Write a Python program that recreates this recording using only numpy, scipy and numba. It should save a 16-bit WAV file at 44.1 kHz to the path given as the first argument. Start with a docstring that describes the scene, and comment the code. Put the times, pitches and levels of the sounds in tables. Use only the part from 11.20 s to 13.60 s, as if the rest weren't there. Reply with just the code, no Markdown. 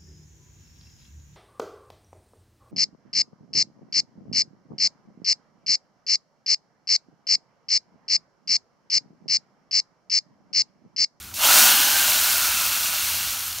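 """A faint fizz comes first; then hot oil and fried spices slide from a pan into a pot of wet lentils.
The sizzle, thousands of bursting steam bubbles a second over hiss, flares up within half a second and thins.
Resonant bands give the ringing air between pan and pot; single damped sines pop throughout.
Larger bubbles gurgle below, filtered noise makes the kitchen's faint rumble, and a phone hears it in mono."""
import sys
import numpy as np
from scipy import signal
from scipy.fft import rfft, irfft
from scipy.io import wavfile
from scipy.ndimage import uniform_filter1d
from numba import njit

SR = 44100
rng = np.random.default_rng(int(sys.argv[2]) if len(sys.argv) > 2 else 0)


def persist_wave(psi):
    """Save psi, clipped to +-1, as 16-bit WAV."""
    counts = np.round(np.clip(psi, -1, 1) * 32767).astype(np.int16)
    wavfile.write(sys.argv[1], SR, np.atleast_2d(counts).T)


N = 105840  # samples, 2.4 s

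# Sizzle and ringing air between pan and pot. Each row: time in seconds, sizzle level in dB, ring in Hz,
# ring gain in dB, upper ring in Hz, upper ring gain in dB, low fizz in dB relative to the sizzle level.
SIZZLE_COURSE = [(0, -40.5, 1420, 6, 2750, -1, -24), (.135, -41.5, 1350, 6.5, 2750, -4, -13),
                 (.16, -29, 1300, -12, 2750, 3, -22), (.2, -24, 1270, 11.5, 2780, 5, -16),
                 (.245, -14, 1270, 4, 3000, 9, -12.5), (.3, -13, 1310, 9, 2700, 5.5, -13.5),
                 (.39, -10, 1390, 6.5, 2760, 1.5, -17.5), (.45, -11.5, 1450, 6.5, 2900, 4.5, -18),
                 (.5, -13.5, 1460, 10, 3020, 7.5, -18), (.6, -16.5, 1530, 8, 2930, 7.5, -20),
                 (.76, -17.5, 1600, 10.5, 3020, 4.5, -18), (.9, -17, 1490, 6.5, 2770, 3.5, -20),
                 (1.14, -18.5, 1440, 8, 2680, 1, -22), (1.3, -20.5, 1350, 9, 2540, 4.5, -22),
                 (1.6, -22, 1380, 5.5, 2630, 2, -23), (1.95, -23.5, 1340, 0.5, 2850, 2.5, -24),
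                 (2.15, -26.5, 1360, 3.5, 2770, 2.5, -23), (2.28, -28, 1340, 8.5, 2900, 1, -25),
                 (2.34, -30, 1350, 5, 2940, 5, -24), (2.4, -31, 1350, -7, 2900, 2, -21)]
# Sizzle gain below MIDS_EDGE_HZ. Each row: time in seconds, gain in dB.
MIDS_GAIN = [(0, 2.5), (.13, 3.5), (.145, -7), (.175, -1), (.2, 0), (1.2, 0), (2.1, 1.5), (2.25, -2),
             (2.4, 1)]
# Spectral colour of the sizzle. Each row: frequency in Hz, gain in dB.
SIZZLE_COLOUR = [(300, -37), (700, -16), (1200, -5.5), (2300, -2.5), (4000, -0.5), (6500, -0.5), (9000, -1),
                 (12000, 0.5), (14200, 1), (15700, 0)]
# Peaks and dips from pot wall and worktop. Each row: centre in Hz, width in Hz, gain in dB.
POT_RESONANCES = [(1894, 210, -5), (3470, 160, -1.5), (4370, 230, 3), (4900, 520, -2), (6200, 560, 1),
                  (7700, 330, -4.5), (10430, 380, -6), (13600, 440, -1.5)]
# Spectral colour of the low fizz. 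Each row: frequency in Hz, gain in dB.
LOW_FIZZ_COLOUR = [(450, -19.5), (550, -11), (600, -5.5), (650, -0.5), (700, -15), (765, 0.5), (880, -5.5),
                   (1000, -1.5), (1300, -31)]
# Loudest single bursts. Each row: start in seconds, size in dB before filtering, starting pitch in Hz.
LOUD_POPS = [(.0288, -19, 9200), (.143, -22, 14700), (.1675, -15, 7000), (0.2046, -15, 3150),
             (0.248, -13, 3050), (.252, -16, 670), (0.363, -6, 2980), (0.38, 2, 4700), (.922, -7, 2700),
             (1.049, -19, 14500), (1.1818, 4, 12500), (1.319, -5, 13300), (1.4653, 1, 12400),
             (1.9454, -12, 3400), (2.0302, -15, 2900), (2.127, -10, 6500), (2.1301, -11, 6400),
             (2.1935, -9, 9500), (2.2316, -26, 5000), (2.272, -15, 12100), (2.2808, -5, 12000),
             (2.3291, -13, 5600), (2.3865, -10, 6300)]
# Gurgle of the lentils. Each row: time in seconds, level in dB.
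GURGLE_LEVEL = [(0, -57), (.2, -57.5), (.26, -42.5), (.37, -41.5), (.55, -40), (.62, -45.5), (.8, -48),
                (1.2, -52), (2.0, -55.5), (2.4, -62)]
# Spectral colour of the gurgle. Each row: frequency in Hz, gain in dB.
GURGLE_SPECTRUM = [(76, -50), (130, -20), (156, -20), (188, -12), (220, 0), (258, -5.5), (281, 0),
                   (412, -9.5), (520, -5.5), (680, -43), (1140, -120)]
# Spectral colour of the kitchen rumble. Each row: frequency in Hz, gain in dB.
RUMBLE_COLOUR = [(15, -44), (25, -20), (81, 2.5), (103, -1.5), (135, -12), (170, -7.5), (220, -10),
                 (370, -120)]

BURSTS_PER_S, BURST_CYCLES, BURST_GLIDE = 9000, 1, 0.22
BURST_SPREAD_DB, BURST_MOST_DB = 1, 13.5  # mean and greatest excess of a burst
HISS_DB = -0.5  # relative to the bursts, as are crackle and singing
CRACKLE_PER_S, CRACKLE_START_DB, CRACKLE_RISE_DB_PER_S = 450, -23, 5
SINGING_PER_S, SINGING_CYCLES, SINGING_DB = 500, 31, -12
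RING_WIDTH_HZ, UPPER_WIDTH_HZ = 207, 350
MIDS_EDGE_HZ = 3170
FIRST_DROPS_S, FIRST_DROPS_DB, FIRST_DROPS_T60_S = .1390, -31.5, .08
FLICKER_DB, FLICKER_PER_S = 0.35, 25
POP_CYCLES, POPS_LOW_CUT_HZ = 2.5, 450
RUMBLE_DB = -49.5
ROOM_DB, ROOM_T60_S = -11.5, 0.31  # tail energy relative to the direct sound; time to fall 60 dB
OVERLOAD, TOP_HZ = 1.1, 15750  # saturation ceiling (linear amplitude); upper band edge


def undb(db):
    """Level law: every 20 dB is a tenfold amplitude."""
    return 10 ** (np.asarray(db) / 20)


def unit(x):
    """Normalisation of a signal to an rms of 1."""
    return x / np.sqrt(np.mean(x ** 2))


def curve(table, column):
    """Linear interpolation in time of one table column."""
    rows = np.array(table, float)
    return np.interp(np.arange(N) / SR, rows[:, 0], rows[:, column])


def colour(x, points, bumps=()):
    """Spectral filtering by (Hz, dB) points and bell-shaped resonances, to rms 1."""
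    f = np.fft.rfftfreq(N, 1 / SR) + 1e-3  # the offset keeps the logarithm finite at 0 Hz
    rows = np.array(points, float)
    db = np.interp(np.log(f), np.log(rows[:, 0]), rows[:, 1])
    for hz, width, gain_db in bumps:
        db = db + gain_db / (1 + (2 * (f - hz) / width) ** 2)
    return unit(irfft(rfft(x) * undb(db), N))


@njit
def moving_resonance(x, hz, width):
    """State-variable resonance: a band-pass of gain 1 whose centre moves."""
    y, band, low = np.empty(len(x)), 0., 0.
    for i in range(len(x)):
        g, k = np.tan(np.pi * hz[i] / SR), width / hz[i]
        v = (band + g * (x[i] - low)) / (1 + g * (g + k))
        band, low, y[i] = 2 * v - band, low + 2 * g * v, k * v
    return y


@njit
def grains(n, start, hz, cycles, size, glide, sr):
    """Damped oscillation: sines rising a little in pitch that fall 20 dB in the given cycles."""
    out = np.zeros(n)
    for j in range(len(start)):
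        i = int(start[j]) + 1
        t, span = (i - start[j]) / sr, cycles[j] / hz[j]
        while t < 2.5 * span and i < n:
            phase = 2 * np.pi * hz[j] * t * (1 + .2 * glide * t / span)
            out[i] += size[j] * np.exp(-2.3 * t / span) * np.sin(phase)
            i, t = i + 1, t + 1 / sr
    return out


def walk(rate):
    """Random modulation: levels drawn at the given rate and slewed, to rms 1."""
    k = int(SR / rate)
    held = np.repeat(rng.standard_normal(N // k + 1), k)
    return unit(uniform_filter1d(held, k)[:N])


def bubbles(per_s, lo_hz, hi_hz, cycles, spread_db):
    """Poisson process of bursting steam bubbles: random pitch, a few far stronger than the rest."""
    u = rng.random((40000, 4))  # columns: waiting time, pitch, strength, ringing time
    start = np.cumsum(-np.log(1 - u[:, 0])) * SR / per_s
    inside = start < N - 2
    u, start = u[inside], start[inside]
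    hz = lo_hz + (hi_hz - lo_hz) * u[:, 1]
    excess_db = np.minimum(-spread_db * np.log(1 - u[:, 2]), BURST_MOST_DB)
    size = np.sqrt(hz) * undb(excess_db)
    ringing = cycles * (.5 + u[:, 3])
    return unit(grains(N, start, hz, ringing, size, 1. * BURST_GLIDE, 1. * SR))


def steam():
    """Superposition of many short bursts, broadband hiss, lone crackles and longer-singing bubbles."""
    bursts = bubbles(BURSTS_PER_S, 790.0, 15300.0, BURST_CYCLES, BURST_SPREAD_DB)
    hiss = undb(HISS_DB) * rng.standard_normal(N)
    # lone clicks stand out more as the fizz thins
    crackle_db = CRACKLE_START_DB + CRACKLE_RISE_DB_PER_S * np.arange(N) / SR
    crackle = undb(crackle_db) * bubbles(CRACKLE_PER_S, 8500.0, 15800., 2.2, 2.4)
    singing = undb(SINGING_DB) * bubbles(SINGING_PER_S, 1024.0, 15570.0, SINGING_CYCLES, 3.2)
    return bursts + hiss + crackle + singing


def air_gap(raw):
    """Cavity resonance: the air between pan and pot lifts or dips two moving bands."""
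    ring = moving_resonance(raw, curve(SIZZLE_COURSE, 2), 1. * RING_WIDTH_HZ)
    upper = moving_resonance(raw, curve(SIZZLE_COURSE, 4), 1. * UPPER_WIDTH_HZ)
    ring_gain, upper_gain = undb(curve(SIZZLE_COURSE, 3)), undb(curve(SIZZLE_COURSE, 5))
    return raw + (ring_gain - 1) * ring + (upper_gain - 1) * upper


def sizzle():
    """Source and filter: steam shaped by air gap and pot, under a changing level; first drops decay alone."""
    body = colour(air_gap(steam()), SIZZLE_COLOUR, POT_RESONANCES)
    mids = signal.sosfiltfilt(signal.butter(2, MIDS_EDGE_HZ, fs=SR, output="sos"), body)
    body = body + (undb(curve(MIDS_GAIN, 1)) - 1) * mids
    low_fizz = colour(bubbles(1500., 542.0, 1035.0, 5.9, 4.5), LOW_FIZZ_COLOUR)
    low_fizz = low_fizz * undb(curve(SIZZLE_COURSE, 6))
    t = np.arange(N) / SR - FIRST_DROPS_S
    first_drops = undb(FIRST_DROPS_DB - 60 * np.maximum(t, 0) / FIRST_DROPS_T60_S) * (t > 0)
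    flicker = undb(FLICKER_DB * walk(FLICKER_PER_S))
    return (body + low_fizz) * undb(curve(SIZZLE_COURSE, 1)) * flicker + body * first_drops


def pops():
    """Impulsive excitation: single loud bursts ring as damped sines, with the bass cut."""
    start_s, db, hz = np.array(LOUD_POPS, float).T
    cycles = np.full(len(start_s), 1. * POP_CYCLES)
    x = grains(N, start_s * SR, hz, cycles, undb(db), 1. * BURST_GLIDE, 1. * SR)
    return signal.sosfilt(signal.butter(4, POPS_LOW_CUT_HZ, "high", fs=SR, output="sos"), x)


def gurgle():
    """Bubble resonance: larger bubbles in the thick lentils oscillate at lower pitch."""
    raw = bubbles(1200., 165.0, 457.0, 3.0, 0.43)
    return colour(raw, GURGLE_SPECTRUM) * undb(curve(GURGLE_LEVEL, 1))


def room(x):
    """Exponential reverberation: a short noise tail off tiles and steel, balanced in energy."""
    t = np.arange(SR // 2) / SR
    tail = rng.standard_normal(len(t)) * undb(-60 * t / ROOM_T60_S)
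    wet = signal.fftconvolve(x, tail / np.sqrt(np.sum(tail ** 2)))[:N]
    return (x + undb(ROOM_DB) * wet) / np.sqrt(1 + undb(2 * ROOM_DB))


def rumble():
    """Stationary random noise: the kitchen's steady low rumble, shaped by filtering."""
    return colour(rng.standard_normal(N), RUMBLE_COLOUR) * undb(RUMBLE_DB)


def scene():
    """Linear superposition of all sources, alike in both channels; only sizzle and pops get the room."""
    mono = room(sizzle() + pops()) + gurgle() + rumble()
    return np.array([mono, mono])


def record(dry):
    """Saturation and band limiting: the phone rounds the loudest peaks and cuts the top."""
    rounded = OVERLOAD * np.tanh(dry / OVERLOAD)
    edge = signal.ellip(14, .2, 60, TOP_HZ, fs=SR, output="sos")
    return signal.sosfilt(edge, signal.sosfilt(edge, rounded))  # twice for a deeper cut


dry = scene()
out = record(dry)
persist_wave(out)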